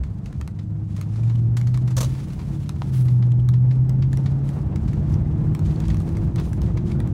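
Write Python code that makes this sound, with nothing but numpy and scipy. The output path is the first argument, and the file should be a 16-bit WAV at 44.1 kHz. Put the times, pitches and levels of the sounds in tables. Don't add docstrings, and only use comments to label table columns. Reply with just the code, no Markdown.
import sys
import numpy as np
from scipy import signal
from scipy.fft import rfft, irfft
from scipy.io import wavfile
from scipy.ndimage import uniform_filter1d

SR = 44100
rng = np.random.default_rng(int(sys.argv[2]) if len(sys.argv) > 2 else 0)


def master_out(mix):
    frames = np.transpose(np.atleast_2d(mix))
    ceiling = np.clip(frames, -1, 1)
    pcm = np.round(ceiling * 32767).astype(np.int16)
    wavfile.write(sys.argv[1], SR, pcm)


N = 314433
TIME = np.arange(N) / SR

# time_s, share_of_cruising_speed
ROAD_SPEED = [(0, 0.49), (.8, .34), (1.4, 0.49), (2.2, .54), (3.55, .5), (4.05, 0.7), (5, .94), (5.9, 0.96),
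              (7.13, 0.94)]
# start_s, length_s, level_db, relative_fizz_db
HAND_STROKES = [(0, .14, -72, -10), (0.2, 0.21, -69.5, -25), (0.885, 0.15, -61, -16),
                (1.08, 0.32, -61.5, -18), (1.59, 0.41, -64, -12), (2.012, 0.42, -55, -9.5),
                (2.436, 0.37, -60.5, -9), (2.797, 0.14, -59, -9), (2.916, 0.12, -56.5, 0),
                (3.08, 0.19, -67, -9.5), (3.68, 0.076, -63.5, -32.5), (4.081, 0.23, -64, -16),
                (4.43, 0.17, -60.5, -8), (4.779, .21, -64.5, -16), (5.062, 0.068, -59, -9),
                (5.42, 0.27, -71, -8), (5.61, 0.29, -58, -16), (5.93, 0.32, -61.5, -8),
                (6.359, 0.08, -55.5, -18), (6.43, .1, -69.5, 3.5), (6.6, 0.085, -60, -20),
                (6.836, 0.07, -59, -18)]
# frequency_hz, relative_db
CASE_RESPONSE = [(250, -8), (600, 1), (900, 6.5), (1200, 7), (1550, 2), (2200, 3.5), (2900, -2.5),
                 (4100, -0.5), (5100, -3.5), (6400, -2), (8000, -5), (16000, -19)]


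def gain_of(db):
    return 10 ** (np.asarray(db) / 20)


def unit_rms(x):
    return x / np.sqrt(np.mean(x ** 2) + 1e-20)


def response_db(spectrum, hz):
    points_hz, db = np.transpose(spectrum)
    return np.interp(np.log(hz + 1), np.log(points_hz + 1), db)


def curve(rows, time=TIME):
    return np.interp(time, *np.transpose(rows))


def add(mix, start_s, sound):
    part = mix[max(round(start_s * SR), 0):][:len(sound)]
    part += sound[:len(part)]


def wander(rate_hz, time=TIME):
    size, span_s = 4096, 2 * N / SR
    hz = np.fft.rfftfreq(size, span_s / size)
    slow = unit_rms(irfft(rfft(rng.standard_normal(size)) / (1 + (hz / rate_hz) ** 4)))
    return np.interp(time, np.arange(size) * span_s / size, slow)


def colour(x, *spectra, band=(20, 16000), size=8192):
    hz = abs(np.fft.fftfreq(size, 1 / SR))
    gain = gain_of(sum(response_db(spectrum, hz) for spectrum in spectra))
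    gain /= np.sqrt(np.mean(gain ** 2 * (hz > band[0]) * (hz < band[1])))
    minimum_phase = np.exp(np.conj(signal.hilbert(np.log(gain))))
    impulse_response = np.fft.ifft(minimum_phase).real[:size // 2]
    return signal.oaconvolve(x, impulse_response)[:len(x)]


def grains(per_s, spread_db, size=N):
    position, strength, sign = rng.random((int(per_s * size / SR), 3)).T
    height = gain_of(spread_db * np.minimum(-np.log(strength), 4)) * np.sign(sign - .5)
    return unit_rms(np.bincount((position * size).astype(int), height, size))


def cabin_reverb(x, t60=0.16, wet_db=-14):
    t = np.arange(SR // 5) / SR
    tail = rng.standard_normal(len(t)) * gain_of(-60 * t / t60) * (t > .003)
    return x + gain_of(wet_db) * signal.oaconvolve(x, tail / np.linalg.norm(tail))[:N]


def road(rumble_db=-26, roar_db=-45.5, rumble_db_per_doubling=8.5, roar_db_per_doubling=8):
    # frequency_hz, relative_db
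    rumble_spectrum = [(15, -29), (28, -18), (42, -8.5), (60, -2.5), (88, -2), (115, -1.5), (160, -9),
                       (210, -12), (260, -23.5), (330, -23), (430, -41.5), (700, -81)]
    roar_spectrum = [(60, -1.5), (150, 24.5), (184, 7.5), (205, 20.5), (228, 9), (260, 6.5), (340, 5.5),
                     (430, 2.5), (560, -1.5), (850, -5), (1200, -11.5), (2000, -21), (4000, -33.5),
                     (8000, -47), (16000, -64.5)]
    doublings = np.log2(curve(ROAD_SPEED))
    rumble = colour(rng.standard_normal(N), rumble_spectrum, band=(25, 92))
    roar = colour(rng.standard_normal(N), roar_spectrum, band=(420, 1000))
    sway_db, surface_db = 1.1 * wander(3.5), 1.9 * wander(25)
    return (gain_of(rumble_db + rumble_db_per_doubling * doublings + sway_db) * rumble
            + gain_of(roar_db + roar_db_per_doubling * doublings + surface_db) * roar)


def bumps(rise_s=0.0071, t60=0.31):
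    # start_s, level_db, pitch_hz
    thuds = [(0, -17.5, 65), (0.369, -21, 75.5), (4.97, -28, 85), (5.12, -12.5, 87.2),
             (5.629, -14.5, 65.25), (5.859, -15, 60.7), (6.608, -12.5, 67.4)]
    t, out = np.arange(SR // 2) / SR, np.zeros(N)
    for start_s, db, hz in thuds:
        envelope = gain_of(db - 60 * t / t60) * (1 - np.exp(-t / rise_s))
        add(out, start_s, np.sqrt(2) * envelope * np.sin(2 * np.pi * hz * t))
    return out


def stroke_envelopes(rise_s=0.043, sag_db_per_s=11, release_t60=0.34, rustle_db=-68):
    t = np.arange(SR) / SR
    rub, fizz = np.zeros((2, N))
    for start_s, length_s, db, fizz_db in HAND_STROKES:
        fade_db = sag_db_per_s * t + 60 * np.maximum(t - length_s, 0) / release_t60
        push = np.minimum(t / rise_s, 1) * gain_of(db - fade_db)
        add(rub, start_s, push)
        add(fizz, start_s, push * gain_of(fizz_db))
    rustle = gain_of(rustle_db) * np.sqrt(curve(ROAD_SPEED))
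    return np.hypot(rub, rustle), np.hypot(fizz, rustle * gain_of(-15.5))


def rubbing(cloth_db=-1.5, fizz_db=-3.0, catch_db=-6.0, grip_db=2):
    # frequency_hz, relative_db
    cloth_spectrum = [(300, -4.5), (1000, 7.5), (2000, 4.5), (3000, 3.5), (5000, 1), (7500, -1),
                      (10000, -7), (16000, -31.5)]
    fizz_spectrum = [(2000, -42), (6000, -16), (9500, 4.5), (12000, -1), (16000, -1.5)]
    rub, fast = stroke_envelopes()
    cloth = gain_of(cloth_db) * colour(rng.standard_normal(N), cloth_spectrum, band=(3000, 9000))
    fizz = gain_of(fizz_db) * colour(rng.standard_normal(N), fizz_spectrum, band=(11000, 15500))
    catches = gain_of(catch_db) * colour(grains(per_s=370, spread_db=4.0), CASE_RESPONSE)
    slide = rub * (cloth + catches) + fast * fizz
    return gain_of(grip_db * wander(30)) * slide


def squeaks(trim_db=-3, waver=.11, scuff_db=-3):
    # start_s, pitch_hz, relative_db, length_s
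    slips = [(0.324, 1660, -52, 0.0099), (1.228, 2350, -54.5, .016), (1.348, 3005, -54, 0.019),
             (3.316, 3063, -51, 0.0095), (3.387, 3100, -59.5, 0.025), (4.927, 2157, -49, .014),
             (5.14, 5330, -45.5, 0.0044), (5.757, 4210, -51.5, 0.0086), (6.767, 2170, -48, .016),
             (6.911, 2150, -47.5, 0.015)]
    tone, scuff = np.zeros((2, N))
    for start_s, hz, db, length_s in slips:
        size = round(length_s * SR)
        jitter = unit_rms(uniform_filter1d(rng.standard_normal(size), size=24))
        phase = 2 * np.pi * np.cumsum(hz * (1 + waver * jitter)) / SR
        push = gain_of(db + trim_db) * unit_rms(np.hanning(size))
        add(tone, start_s, push * unit_rms(np.sin(phase)))
        add(scuff, start_s, push * rng.standard_normal(size))
    return tone + gain_of(scuff_db) * colour(scuff, CASE_RESPONSE, band=(1500, 7000))


def contact_spectrum(spread_db):
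    modes_hz = np.geomspace(900, 15000, 30)
    return np.transpose([modes_hz, spread_db * rng.standard_normal(len(modes_hz))])


def faint_catches(per_s=11, spread_db=1.5, treble_db=-18.5, slip_s=0.017):
    position, softness = rng.random((round(per_s * N / SR), 2)).T
    return [(catch_s, stroke_db + db, treble_db, slip_s)
            for catch_s, db in zip(position * N / SR, spread_db * (1 - 2 * softness))
            for start_s, length_s, stroke_db, _ in HAND_STROKES
            if start_s < catch_s < start_s + length_s]


def creaks(ring_t60=0.16, ring_db=-22, neutral_treble_db=-7, rise_share=0.36):
    # start_s, relative_db, treble_db (no tilt at neutral_treble_db), length_s
    slips = [(.035, -53.5, -13, .015), (.258, -51.5, -10.5, 0.016), (.589, -53.5, -19, 0.027),
             (.964, -52.5, -6, 0.016), (1.158, -56, -12, 0.011), (1.296, -51.5, -15, 0.024),
             (1.568, -42, -5.5, 0.021), (1.67, -50, -8, 0.022), (1.742, -46.5, -12, 0.019),
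             (1.875, -49, -9, 0.032), (1.904, -50, -9, 0.053), (2.391, -53, -19, 0.037),
             (3.082, -50.5, -17.5, 0.019), (3.224, -50.5, -21.5, 0.015), (3.537, -51, -17.5, 0.017),
             (3.709, -51, -28.5, 0.027), (4.022, -48.5, -20.5, 0.021), (4.259, -46.5, -17, .018),
             (4.877, -52, -14, .05), (5.706, -53, -18, 0.035), (5.852, -53, -13, 0.02),
             (5.9, -46, -16, 0.027), (6.381, -44.5, -25, 0.061), (6.772, -49, -24, .026),
             (6.915, -52.5, -26, 0.031)]
    t, out = np.arange(SR // 15) / SR, np.zeros(N)
    for start_s, db, treble_db, length_s in slips + faint_catches():
        slip = (1 - np.exp(-t / (rise_share * length_s))) * gain_of(-60 * t / length_s)
        ring = gain_of(ring_db - 60 * t / ring_t60)
        creak = (slip + ring) * rng.standard_normal(len(t))
        creak *= np.sqrt(.02 * SR / np.sum(creak ** 2))
        tilt = [(4500, 0), (9000, treble_db - neutral_treble_db)]
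        spot = contact_spectrum(spread_db=1.0)
        creak = colour(creak, CASE_RESPONSE, tilt, spot, band=(1500, 7000), size=1024)
        add(out, start_s, gain_of(db) * creak)
    return out


def snaps(trim_db=-4.0, chatter_db=1, chatter_t60=0.011, ring_db=-3, ring_t60=0.078):
    # start_s, relative_db
    releases = [(.413, -46), (.477, -48), (1.013, -46), (1.614, -48.5), (1.775, -48), (2.693, -42),
                (3.489, -46), (3.895, -48.5), (4.131, -45.5), (4.173, -49), (4.491, -52), (4.760, -46.5),
                (5.550, -44), (5.593, -51.5), (5.803, -49.5), (5.883, -48), (5.945, -49), (5.970, -50.5),
                (6.003, -53), (6.091, -52.5), (6.170, -49), (6.360, -47.5), (6.399, -45), (6.532, -49.5),
                (6.618, -50), (7.003, -47), (7.075, -54.5)]
    bright, dull = [(4500, 0), (9000, 3.0)], [(2000, 0.0033), (6000, -10)]  # frequency_hz, relative_db
    t, out = np.arange(SR // 15) / SR, np.zeros(N)
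    for start_s, db in releases:
        chatter = rng.standard_normal(len(t)) * gain_of(-60 * t / chatter_t60)
        crack = (t == 0) + gain_of(chatter_db) * chatter / np.linalg.norm(chatter)
        ring = rng.standard_normal(len(t)) * gain_of(-60 * t / ring_t60)
        ring *= gain_of(ring_db) / np.linalg.norm(ring)
        spot = contact_spectrum(spread_db=4)
        snap = sum(colour(part, CASE_RESPONSE, tilt, spot, band=(1500, 7000), size=1024)
                   for part, tilt in ((crack, bright), (ring, dull)))
        add(out, start_s, gain_of(db + trim_db) * np.sqrt(.01 * SR) * snap)
    return out


def knock(scuff_t60=0.033):
    # start_s, relative_db, scuff_against_push_db
    blows = [(2.82, -36.5, -10)]
    # frequency_hz, relative_db
    trim_response = [(200, -2), (600, 5), (1000, 10.5), (1700, -6), (2600, -4), (5000, -13), (9000, -30),
                     (16000, -41)]
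    t, out = np.arange(SR // 10) / SR, np.zeros(N)
    for start_s, db, scuff_db in blows:
        scuff = gain_of(-60 * t / scuff_t60) * rng.standard_normal(len(t))
        blow = (t == 0) + gain_of(scuff_db) * scuff / np.linalg.norm(scuff)
        add(out, start_s, gain_of(db) * np.sqrt(.02 * SR) * blow)
    return colour(out, trim_response)


def rattle(rise_s=0.0023, fade_t60=0.039):
    # start_s, level_db, length_s (the fade begins halfway)
    scrapes = [(1.965, -29, 0.011), (1.976, -27.5, 0.022), (2.004, -27.5, 0.024), (2.027, -31.5, 0.018),
               (2.044, -34, 0.0088)]
    # frequency_hz, relative_db
    scrape_response = [(200, -11), (380, -1.5), (650, 1), (780, -13), (900, -6), (1220, -2), (1500, -11.5),
                       (2400, -15.5), (2800, -12), (4050, -9), (5000, -12.5), (6350, -5), (7000, -10),
                       (16000, -24.5)]
    t, out = np.arange(SR // 10) / SR, np.zeros(N)
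    for start_s, db, length_s in scrapes:
        fade_db = 60 * np.maximum(t - length_s / 2, 0) / fade_t60
        push = np.minimum(t / rise_s, 1) * gain_of(db - fade_db)
        add(out, start_s, push * grains(per_s=15000, spread_db=3.5, size=len(t)))
    return colour(out, scrape_response)


def exhaust(boom_flutter=0.084, order_flutter=0.34, speed_jitter=0.0031,
            order_db=-40, throttle_share=.3, db_per_octave=5, cruising_hz=127):
    # time_s, firing_hz
    revs = [(0, 100.4), (.5, 97.82), (.78, 105.8), (1, 100.1), (1.25, 115.9), (1.5, 116.7), (1.75, 124.4),
            (2, 125.9), (2.25, 138.6), (2.78, 144.2), (3, 125.5), (3.25, 121.1), (3.5, 123.5), (4.5, 138.1),
            (5.25, 151.7), (5.7, 156.1), (6, 162.9), (7.13, 177)]
    # time_s, level_against_full_pull_db
    throttle = [(0, -14.5), (.52, -12), (.72, -5.5), (1.02, -6.5), (1.26, -1.5), (2.07, -6.5),
                (2.25, -11.5), (2.8, -10), (3.02, -2), (3.4, -1), (4.35, -3), (4.73, -11), (5.1, -0.5),
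                (6.05, -2.5), (6.6, -5.5), (7.13, -6.5)]
    # centre_hz, width_hz, level_at_full_pull_db
    cabin_modes = [(123.5, 18.4, -14), (158.4, 27, -28.5)]
    # multiple, relative_db
    orders = [(4, -3.5), (5, 0.5), (6, -6), (7, -3.5), (9, -7.5), (10, -3), (11, -1.5), (12, -2),
              (13, -2.5), (14, -2.5), (16, 0.5), (18, -3.5), (20, -11), (21, -11), (22, -15), (24, -5),
              (54, -4)]
    # frequency_hz, gain_db
    cabin_response = [(50, -9.5), (88, 2.5), (108, 6), (160, 6.5), (210, -2.5), (255, -10.5), (290, -6.5),
                      (313, 1), (345, -1), (385, -12), (650, -22.5), (800, -19.5), (890, -18),
                      (1020, -35.5)]
    step = 8
    t = TIME[::step]
    firing_hz, throttle_db = curve(revs, t), curve(throttle, t)
    responses = [gain_of(db) / np.hypot(1, 2 * (firing_hz - hz) / width_hz)
                 for hz, width_hz, db in cabin_modes]
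    boom = gain_of(throttle_db) * np.linalg.norm(responses, axis=0)
    cycle_hz = firing_hz / 8
    cycle_phase = 2 * np.pi * np.cumsum(cycle_hz * (1 + speed_jitter * wander(14.6, t))) * step / SR
    out = boom * np.sin(8 * cycle_phase) * (1 + boom_flutter * wander(24, t))
    load_db = order_db + throttle_share * throttle_db + db_per_octave * np.log2(firing_hz / cruising_hz)
    for multiple, db in orders:
        level = gain_of(load_db + db + response_db(cabin_response, multiple * cycle_hz))
        level *= 1 + order_flutter * wander(8.4, t)
        out += level * np.sin(multiple * cycle_phase + 2 * np.pi * rng.random())
    return np.sqrt(2) * signal.resample_poly(out, step, 1, window=("kaiser", 10))[:N]


def scene():
    handling = cabin_reverb(snaps() + creaks() + squeaks() + rattle() + knock())
    sliding = cabin_reverb(rubbing(), t60=0.033, wet_db=-12.5)
    return (exhaust() + road() + bumps() + sliding + handling)[None]


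def record(dry, fade_s=.004, cutoff_hz=15950):
    fade = np.minimum(np.minimum(TIME, TIME[::-1]) / fade_s, 1)
    low_pass = signal.firwin(511, cutoff_hz, window=("kaiser", 9), fs=SR)
    return signal.oaconvolve(dry * fade, low_pass[None], "same")


dry = scene()
out = record(dry)
master_out(out)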